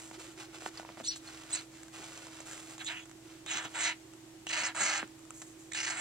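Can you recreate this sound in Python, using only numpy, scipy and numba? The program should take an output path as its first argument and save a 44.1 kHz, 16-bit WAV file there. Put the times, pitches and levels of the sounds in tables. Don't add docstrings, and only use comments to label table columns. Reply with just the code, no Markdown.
import sys
import numpy as np
from scipy import signal
from scipy.fft import rfft, irfft
from scipy.io import wavfile
from scipy.ndimage import uniform_filter1d
from numba import njit

SR = 44100
rng = np.random.default_rng(int(sys.argv[2]) if len(sys.argv) > 2 else 0)


def log_audio(samples):
    frames = np.atleast_2d(samples).T
    limited = np.clip(frames, -1, 1)
    pcm = np.round(limited * 32767).astype(np.int16)
    wavfile.write(sys.argv[1], SR, pcm)


N = 264864
T = np.arange(N) / SR


def undb(db):
    return 10 ** (np.asarray(db) / 20)


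def unit(x):
    return x / np.sqrt(np.mean(x ** 2))


def ramp(start_s, length_s):
    return np.clip((T - start_s) / max(length_s, .001), 0, 1)


def walk(rate_hz):
    step = max(int(SR / rate_hz), 2)
    stairs = np.repeat(rng.standard_normal(N // step + 1), step)
    return unit(uniform_filter1d(stairs, step)[:N])


def colour(x, outline, size=4096):
    hz, db = np.transpose(outline)
    grid_hz = np.maximum(np.fft.rfftfreq(size, 1 / SR), 1)
    cepstrum = irfft(np.log(undb(np.interp(np.log(grid_hz), np.log(hz), db))))
    cepstrum[1:size // 2] *= 2
    cepstrum[size // 2 + 1:] = 0
    return signal.oaconvolve(x, irfft(np.exp(rfft(cepstrum))))[:len(x)]


@njit
def svf(x, hz, width_hz):
    y = np.empty(len(x))
    band_state, low_state = 0., 0.
    for i in range(len(x)):
        g, damping = np.tan(np.pi * hz[i] / SR), width_hz / hz[i]
        band = (band_state + g * (x[i] + 1e-18 - low_state)) / (1 + g * (g + damping))
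        band_state = 2 * band - band_state
        low_state += 2 * g * band
        y[i] = damping * band
    return y


def ring(x, hz, width_hz):
    return svf(x, np.clip(hz, 20, SR / 2 - 2000) * np.ones(len(x)), float(width_hz))


def appliance():
    # f/Hz, rms level/dB, left minus right/dB
    tones = [(117.7, -68, -1), (139, -69.5, 1), (324, -56, -5.5)]
    hum = 0
    for hz, db, pan_db in tones:
        phase = 2 * np.pi * np.cumsum(hz * (1 + 0.00264 * walk(3.19))) / SR
        stereo_db = db + 0.039 * walk(2.25) + np.array([[pan_db], [-pan_db]]) / 2
        hum += np.sqrt(2) * np.sin(phase) * undb(stereo_db)
    rush = unit(ring(ring(rng.standard_normal(N), 297, 49), 349, 93))
    return hum + rush * undb([[-66.5], [-63]])


def noise_floor(rumble_db=-64.5, hiss_db=-59):
    # f/Hz, relative density/dB
    hiss_outline = [(30, -5), (300, 4), (700, 9.5), (1300, 1.5), (2500, 4), (5000, 1), (7800, 4),
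                    (9500, -3), (12000, -6.5), (16000, -12.5)]
    rumble_outline = [(15, -15), (70, -2.5), (110, -5), (210, -5.5), (500, -11.5), (2000, -17),
                      (8000, -91)]
    rumble = unit(colour(rng.standard_normal(N), rumble_outline))
    hiss = np.array([unit(colour(rng.standard_normal(N), hiss_outline)) for _ in range(2)])
    return undb(rumble_db) * rumble + undb(hiss_db) * hiss


def blips(hz=366, period_s=.099, half_s=.016, fade_db_per_s=7, pan_db=-7):
    # start/s, end/s, first level/dB
    runs = [(0.187, .72, -53), (3.158, 3.6, -57.5), (4.052, 4.5, -58.5), (5.49, 5.95, -58)]
    gain = np.zeros(N)
    for start_s, end_s, db in runs:
        for s in np.arange(start_s, end_s, period_s):
            gain += undb(db - fade_db_per_s * (s - start_s)) * np.exp(-((T - s) / half_s) ** 2)
    phase = 2 * np.pi * np.cumsum(hz * (1 + 0.01415 * walk(8.6))) / SR
    return gain * np.sqrt(2) * np.sin(phase) * undb(np.array([[pan_db], [-pan_db]]) / 2)


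def room(x, t60_s, wet_db, size=16000):
    t = T[:size]
    tail = rng.standard_normal((2, size)) * np.exp(-np.log(1000) * t / t60_s) * (t > .002)
    tail *= undb(wet_db) / np.sqrt(np.sum(tail ** 2, axis=1, keepdims=True))
    return signal.oaconvolve(x[None], tail, axes=1)[:, :N]


def clutter(x):
    turn_rad = 2 * np.pi * 1.3 * T + .5 * walk(6)
    return sum(share * room(x, t60_s=.035, wet_db=-10.5)
               for share in (np.cos(turn_rad), np.sin(turn_rad)))


def echoes(x):
    # delay/ms, signed gain
    surfaces = [(1.38, .05), (1.92, -.06), (2.36, .13), (2.56, -.13), (3.08, .08), (4.71, -.1), (12.8, .04)]
    return x + sum(gain * np.pad(x, (round(ms * SR / 1000), 0))[:N] for ms, gain in surfaces)


def nook(x):
    # f/Hz, width/Hz, level/dB re direct
    modes = [(980, 40, -4.5), (1560, 120, -14), (2100, 120, -21), (2810, 100, -16), (4120, 210, -7),
             (6500, 190, -13), (6750, 120, -15)]
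    return x + sum(undb(db) * ring(x, hz, width_hz) for hz, width_hz, db in modes)


def ports(x):
    # f/Hz, left minus right/dB, left lead/rad
    response = [(100, -1, -4), (373, -3.5, -8), (670, 1.5, 0.44), (1106, -5, -0.5), (1450, 2, 0.7),
                (1670, -4.5, -0.9), (2350, -5, -0.6), (2720, -1.5, -2.5), (3560, -7.5, 1.2),
                (3730, -8, 1.5), (4530, 3, 0.4), (5230, 2.5, -1.1), (6800, -0.5, -1.62),
                (9500, -8.5, -1.77), (13000, 3.5, -1.5)]
    hz, pan_db, lead_rad = np.transpose(response)
    limit_rad = np.minimum(hz / 500, 2.2)
    lead_rad = np.clip(lead_rad, -limit_rad, limit_rad)
    grid_hz = np.fft.rfftfreq(N, 1 / SR)
    ratio = undb(np.interp(grid_hz, hz, pan_db)) * np.exp(1j * np.interp(grid_hz, hz, lead_rad))
    return irfft(rfft(x) * 2 * np.array([ratio, np.ones_like(ratio)]) / (1 + ratio), N)


def towel(snags_per_s=4500, scatter_db=1.0, patchy_db=0.6):
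    # t/s, rise/s, fall/s, level/dB, treble/dB re level
    strokes = [(-.01, 0.0087, 0.17, -55, 0.5), (0.129, 0.011, 0.038, -52, -7),
               (0.18, 0.019, 0.15, -52.5, -3.5), (0.358, 0.042, 0.064, -48, -6),
               (.45, 0.018, 0.17, -63, -16), (0.524, 0.026, 0.036, -49.5, -7),
               (0.593, 0.018, 0.065, -50, -4), (.65, 0.009, 0.039, -44, -4.5), (.69, 0.096, 0.055, -52, -7),
               (.85, 0.013, 0.15, -58.5, -18), (0.959, 0.044, 0.023, -52.5, -6.5),
               (1.155, 0.0042, 0.029, -60.5, 11.5), (1.2, 0.065, 0.39, -53, -6),
               (1.484, 0.025, 0.15, -49, -4), (1.7, 0.046, 0.18, -59.5, -3.5),
               (1.92, 0.02, 0.51, -50.5, -5), (2.3, 0.072, 0.14, -54, -6), (2.451, 0.015, 0.3, -51.5, -1.5),
               (2.688, 0.011, 0.08, -53, -2), (2.77, 0.033, 0.21, -66.5, 10.5),
               (3.2, 0.086, 0.17, -60.5, -8), (3.62, 0.11, 0.17, -57, -3.5), (3.93, 0.033, .42, -74, -4),
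               (5.03, 0.015, 0.057, -59, -19), (5.17, 0.044, 0.06, -80, 9),
               (5.32, 0.057, 0.082, -68.5, 14.5), (5.44, 0.04, 0.061, -72, 12),
               (5.56, 0.048, .09, -73.5, 11)]
    # f/Hz, level/dB
    body_outline = [(240, -33.5), (400, -8.5), (674, -3.5), (990, -7.5), (1390, -2), (1710, -8),
                    (1870, -5.5), (6000, -11), (7800, -24.5), (13200, -120)]
    treble_outline = [(4000, -34.5), (6000, -3), (6800, 2), (7700, 2), (9000, -5.5), (11000, -14.5),
                      (16000, -26)]
    body_power, treble_power = np.zeros(N), np.zeros(N)
    for s, rise_s, fall_s, db, treble_db in strokes:
        stroke = undb(db) * ramp(s, rise_s) * (1 - ramp(s + rise_s, fall_s)) ** .55
        body_power += stroke ** 2
        treble_power += (stroke * undb(treble_db)) ** 2
    sizes = undb(scatter_db * np.minimum(rng.exponential(size=N), 5))
    caught = rng.random(N) < snags_per_s / SR
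    snags = caught * sizes * rng.standard_normal(N) * undb(patchy_db * walk(70))
    body = np.sqrt(body_power) * unit(colour(snags, body_outline))
    return body + np.sqrt(treble_power) * unit(colour(snags, treble_outline))


def blow(s, peak_db, hz, t60_s, outline, scrape, ring_db, damping, size=4096):
    force = scrape * rng.standard_normal(size) * np.exp(-np.log(1000) * T[:size] / t60_s)
    force[0] += 1
    sound = colour(force, outline)
    sound += undb(ring_db) * ring(sound, hz, damping * hz)
    out, start = np.zeros(N + size), int(s * SR)
    out[start:start + size] = undb(peak_db) * sound / np.abs(sound).max()
    return out[:N]


def contacts():
    # t/s, peak/dB, ring f/Hz
    tap_hits = [(0.113, -35, 670), (0.6215, -37.5, 696), (0.662, -23, 850), (0.7975, -31, 700),
                (0.8305, -41, 680), (0.8497, -37, 800), (0.8905, -35, 1100), (0.9005, -40, 620),
                (0.973, -37, 700), (0.978, -39, 650), (1.0015, -34, 600), (1.009, -35.5, 600),
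                (2.034, -41, 830), (2.404, -42, 700), (4.818, -38, 939), (5.029, -24.5, 1400)]
    bump_hits = [(1.004, -43.5, 240), (1.997, -46, 230), (3.551, -43, 110), (3.648, -41.5, 129),
                 (3.79, -50, 200), (4.438, -58, 60), (4.609, -47, 59.7), (4.809, -40, 242),
                 (5.029, -42, 260)]
    # t/s, peak/dB, ring f/Hz, scrape t60/s
    tick_hits = [(0.585, -35.5, 5300, 0.029), (0.774, -33, 4640, 0.02), (0.799, -35, 1690, 0.01),
                 (1.042, -36, 4370, 0.025), (1.161, -35.5, 5370, 0.033), (1.507, -34, 8160, 0.022),
                 (1.833, -34.5, 7700, 0.011), (1.883, -38, 1570, 0.011), (1.938, -38, 1550, 0.011),
                 (2.042, -33, 3500, 0.013), (2.132, -39, 6000, .01), (2.176, -31, 2540, 0.0066),
                 (2.269, -32, 2000, 0.018), (2.372, -40, 2900, .012), (2.404, -31.5, 6340, 0.015),
                 (2.5126, -29.5, 1663, 0.017), (2.533, -30.5, 1490, 0.025), (2.578, -32, 2000, 0.012),
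                 (2.781, -31, 3730, 0.03), (2.847, -31.5, 6900, 0.014), (3.056, -40, 1430, 0.05),
                 (3.096, -38.5, 1500, 0.017), (3.114, -36, 1420, 0.017), (3.463, -29.5, 3600, 0.02),
                 (4.136, -42, 7760, 0.02), (4.469, -22.5, 2800, 0.011), (5.418, -30, 1730, 0.053)]
    # f/Hz, level/dB
    tap_body = [(80, -57), (200, 4.5), (450, 3), (680, 5.5), (1300, 2), (2200, -0.5), (4000, -17.5),
                (8000, -29), (14000, -63)]
    bump_body = [(30, -34), (220, -8.5), (400, -10.5), (2000, -33)]
    tick_body = [(300, 0), (900, 10), (1800, 7.5), (4500, -1.5), (7800, 8), (10000, -12), (16000, -32)]
    taps = sum(blow(*hit, 0.012, tap_body, scrape=0.06, ring_db=2, damping=0.4) for hit in tap_hits)
    bumps = sum(blow(*hit, 0.13, bump_body, scrape=1, ring_db=10, damping=1) for hit in bump_hits)
    ticks = sum(blow(*hit, tick_body, scrape=0.12, ring_db=8, damping=0.038) for hit in tick_hits)
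    return taps + bumps + ticks


def syringe(cutoff_hz=9450):
    # t/s, peak/dB
    clicks = [(5.077, -43), (5.117, -58), (5.193, -43), (5.253, -44), (5.3066, -30)]
    # f/Hz, width/Hz, level/dB
    modes = [(1270, 130, 2), (2500, 500, -12), (7400, 1400, -6)]
    knocks = np.zeros(N)
    for s, db in clicks:
        knocks[int(s * SR)] = undb(db)
    barrel = sum(undb(db) * ring(knocks, hz, width_hz) for hz, width_hz, db in modes)
    barrel = signal.sosfilt(signal.butter(4, cutoff_hz, fs=SR, output="sos"), barrel)
    return barrel * knocks.max() / np.abs(barrel).max()


def squeaks(flutter_hz=900, arch_per_s=0.87, edge_s=.002, throat_cutoff_hz=9000):
    # t/s, length/s, start f/Hz, end f/Hz, level/dB, octave/dB re level, roughness
    glides = [(0.774, 0.0058, 5220, 4230, -41.5, -14, 0.3), (1.037, 0.016, 3260, 4030, -52, -17, .4),
              (1.046, 0.0082, 4250, 4550, -41.5, -2.5, 0.6), (1.059, 0.0187, 4200, 5580, -46, -4, .7),
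              (1.072, 0.01, 3690, 4040, -42, 1.5, 0.9), (1.077, 0.0364, 4200, 4230, -42, -14, 0.7),
              (1.082, 0.017, 5610, 5710, -30.5, -36, 0.06), (1.099, 0.0137, 5700, 5650, -41, -36, 0.2),
              (1.114, 0.0125, 5520, 3950, -40, -26, 0.35), (1.273, 0.012, 4200, 4230, -50.5, -13, 0),
              (1.513, 0.019, 3280, 3580, -52, 6, 0.5), (1.527, 0.017, 4000, 3970, -41.5, 6, 0),
              (1.547, 0.0059, 4050, 4060, -40, -1, 0.7), (1.553, 0.055, 4250, 4180, -50.5, -16, 0.84),
              (2.839, 0.029, 3380, 3650, -59, 4, 0.6), (2.857, 0.033, 3410, 3910, -46, -5, .65),
              (2.952, 0.09, 2930, 3280, -60, -5, 0.83), (3.468, 0.034, 3610, 3750, -49.5, -11, 0.6),
              (3.5, 0.044, 7080, 5880, -43, -40, 0.9), (3.666, 0.012, 3580, 3300, -62, -14, .6),
              (3.733, 0.0083, 3150, 3230, -53, -14, .6), (3.812, 0.039, 7500, 5920, -46, -40, 1.1),
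              (4.47, 0.0069, 2770, 2900, -44.5, -13, .4), (4.642, 0.042, 5500, 7860, -46, -40, 1.1),
              (5.7178, 0.0048, 1850, 1820, -39.5, -12, 0.2), (5.732, 0.022, 3780, 3500, -49, -1, 0.6)]
    out = np.zeros(N)
    flutter = [(walk(flutter_hz) + 1j * walk(flutter_hz)) / np.sqrt(2) for _ in range(2)]
    for s, length_s, from_hz, to_hz, db, octave_db, rough in glides:
        on = (T > s) & (T < s + length_s)
        along, rough = ramp(s, length_s)[on], np.clip(rough, 0, 1)
        arch = 1 + arch_per_s * length_s * np.sin(np.pi * along)
        hz = (from_hz + (to_hz - from_hz) * along) * arch
        phase = 2 * np.pi * np.cumsum(hz) / SR
        fade = np.minimum(np.minimum(along, 1 - along) * length_s / edge_s, 1)
        for k, partial_db in ((1, db), (2, db + octave_db)):
            tone = np.exp(1j * k * phase) * (np.sqrt(1 - rough ** 2) + rough * flutter[k - 1][on])
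            damping = np.sqrt(1 + (k * hz / throat_cutoff_hz) ** 20)
            out[on] += np.sqrt(2) * tone.imag * fade * undb(partial_db) / damping
    return out


def syrinx(rattle_db, slaps_per_s=660, jitter=.33, scatter_db=1.3, puff_s=.001):
    spacing, size = rng.standard_normal((9000, 2)).T
    at = np.cumsum(SR / slaps_per_s * np.exp(jitter * spacing)).astype(int)
    pulses = np.zeros(N)
    pulses[at[at < N]] = undb(scatter_db * size[at < N])
    puffs = signal.lfilter([1], [1, -np.exp(-1 / (puff_s * SR))], pulses)
    flow = undb(rattle_db * (.35 - np.maximum(walk(260), 0)))
    return flow * unit(pulses.mean() - pulses), flow * unit(puffs * rng.standard_normal(N))


def catches():
    # t/s, half length/s, depth/dB
    closures = [(4.5225, 0.0033, -14), (4.5485, .0018, -8), (4.5605, 0.0028, -9), (4.631, .0018, -10),
                (5.8245, 0.0044, -10), (5.8605, 0.0024, -15), (5.8965, 0.0016, -10)]
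    return undb(sum(db * np.exp(-((T - s) / half_s) ** 2) for s, half_s, db in closures))


def breath_and_beak(onset_db=-9.5, end_db=-16, swell_db=2.5, edge_s=0.0004):
    # middle/dB, top start/dB, top end/dB, nasal/dB
    pushes = [(1.033, 0.016, 0.025, 0.011, -57, 0.78, 3000, 3000, 3900, 13.5, 6, 16, -11),
              (1.082, 0.031, 0.022, 0.073, -54.5, 0.38, 3030, 3000, 4170, 8.5, -5, 0, -25),
              (1.524, 0.024, 0.014, 0.069, -46, 0.82, 2380, 2560, 4130, -1, 11, -7, -12),
              (2.79, 0.022, 0.0073, 0.021, -45.5, 0.11, 2350, 1730, 3800, -1, -21, -21, -15),
              (2.853, 0.014, .008, 0.023, -48, 0.82, 3000, 2900, 3800, 11, 9, -5, -17),
              (2.87, 0.023, 0.031, 0.029, -42, 0.13, 2250, 2000, 3630, -2.5, -15, -11, -13),
              (2.923, 0.014, 0.056, 0.048, -48.5, 0.41, 2320, 2580, 3020, -2, -28, -15, -20),
              (3.462, 0.021, 0.096, 0.072, -40.5, 0.51, 2560, 1410, 3770, -3, -5.5, -2.5, -17),
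              (3.607, 0.032, 0.012, 0.035, -44.5, 1, 1450, 1310, 3640, -0.5, -6, -3, -16),
              (3.74, 0.013, 0.14, 0.053, -39, 1, 1430, 2370, 4080, -9, -5, -3.5, -8),
              (3.79, 0.02, 0.038, 0.071, -45.5, 0.7, 1670, 1750, 4010, 8.5, 9, 9, 5.5),
              (4.464, 0.0034, 0.03, 0.0055, -50.5, 0.94, 2920, 3080, 3500, 9, -13, 14, -24),
              (4.497, 0.001, 0.17, 0.058, -36, 0.076, 2330, 1730, 4440, -10, -6, -6.5, -12.5),
              (4.624, 0.013, 0.032, 0.013, -45.5, 0.3, 1950, 1850, 5400, 4, -4, 11.5, -2),
              (4.745, 0.017, 0.22, .064, -37.5, 0.65, 1480, 2030, 4300, -17, -3.5, -4.5, -16),
              (4.786, 0.026, 0.04, 0.16, -39.5, 0.42, 1750, 1980, 4700, -8, 3, 5.5, -3),
              (4.963, 0.01, 0.0072, 0.0073, -50, .2, 1700, 1650, 4570, -6, 12, 7, -12),
              (5.716, 0.002, 0.0048, 0.0017, -51.5, .9, 1930, 1900, 3900, 4, 8, 9, 6.5),
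              (5.733, 0.0012, 0.0029, 0.0018, -49.5, 0.55, 1900, 1900, 3760, 6, 12, 6, 4),
              (5.745, 0.0016, 0.16, 0.063, -39, 0.21, 2810, 1560, 4900, -7, -4, 1.5, -9.5),
              (5.919, 0.064, 0.33, 0.05, -41, 1, 1590, 1550, 4000, -22, -1, 2, -2.5)]
    power, weighted_hz = np.zeros((4, N)), np.zeros((4, N))
    for (s, attack_s, hold_s, release_s, db, widest, from_hz, to_hz,
         middle_hz, middle_db, top_from_db, top_to_db, nasal_db) in pushes:
        length_s = attack_s + hold_s + release_s
        on = (T > s) & (T < s + length_s)
        along = ramp(s, length_s)[on]
        rising, dying = ramp(s, attack_s)[on], ramp(s + attack_s + hold_s, release_s)[on]
        opening = np.interp(along, [0, np.clip(widest, .1, .9), 1], [0, 1, 0])
        beak = np.sin(np.pi / 2 * opening) ** 2
        push_db = db + onset_db * (1 - rising) ** 0.69 + end_db * dying ** 1.55 + swell_db * (beak - .5)
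        top_db = top_from_db + (top_to_db - top_from_db) * along - 17 * dying
        gate = (ramp(s, edge_s) - ramp(s + length_s - edge_s, edge_s))[on]
        gain = gate * undb([push_db - 2.5,
                            push_db - 4 + middle_db - 5 * (1 - beak),
                            push_db - 1.5 + top_db,
                            push_db + nasal_db])
        centre_hz = np.array([from_hz + (to_hz - from_hz) * along,
                              middle_hz * np.interp(beak, [0, 1], [0.92, 1]),
                              np.interp(beak, [0, 1], [7420, 6120]),
                              np.interp(beak, [0, 1], [1890, 2030])])
        power[:, on] += gain ** 2
        weighted_hz[:, on] += gain ** 2 * centre_hz
    centres_hz = [np.interp(T, T[p > 0], hz[p > 0] / p[p > 0]) for p, hz in zip(power, weighted_hz)]
    return np.sqrt(power), centres_hz


def rasps(slack_hz=2140, tight_hz=2550, low_air=.55, high_air=.85):
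    # f/Hz, level/dB
    throat_outline = [(100, -46), (220, -9), (420, -8.5), (650, 0), (1150, -3), (1650, -1), (2150, -8.5),
                      (2550, -5.5), (3000, -6), (3600, -7), (5000, -9), (9000, -31.5)]
    top_outline = [(2500, -23.5), (4500, 0.5), (5500, 2), (8200, 6), (9200, -1.5), (10200, -7.5),
                   (12000, -15.5), (16000, -24)]
    gains, (low_hz, middle_hz, top_hz, nasal_hz) = breath_and_beak()
    low_gain, middle_gain, top_gain, nasal_gain = gains
    tight = np.interp(low_hz, [slack_hz, tight_hz], [0, 1])
    slaps, hiss = syrinx(rattle_db=.4 + 2 * tight)
    source = slaps + high_air * hiss
    quiver = 1 + .025 * walk(70)
    bass = colour(slaps + low_air * hiss, throat_outline)
    low = unit(undb(-4.5 * tight) * bass + undb(12) * ring(bass, low_hz * quiver, 1090))
    middle = unit(ring(ring(source, middle_hz * quiver, 830), middle_hz, 1800))
    top = unit(colour(ring(source, top_hz * quiver, 1670), top_outline))
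    nasal = unit(ring(ring(source, nasal_hz * quiver, 440), nasal_hz, 880))
    voice = catches() * (low_gain * low - middle_gain * middle + top_gain * top + nasal_gain * nasal)
    voice -= 2 * ring(voice, low_hz, width_hz=600)
    return voice - .45 * ring(voice, hz=3550, width_hz=350)


def scene():
    bird = echoes(nook(rasps()) + squeaks())
    near = bird + towel() + contacts() + syringe()
    stereo = ports(near) + clutter(near) + room(near, t60_s=.22, wet_db=-14)
    return stereo + appliance() + noise_floor() + blips()


def record(dry):
    return signal.sosfilt(signal.ellip(10, .2, 70, 15800, fs=SR, output="sos"), dry)


dry = scene()
out = record(dry)
log_audio(out)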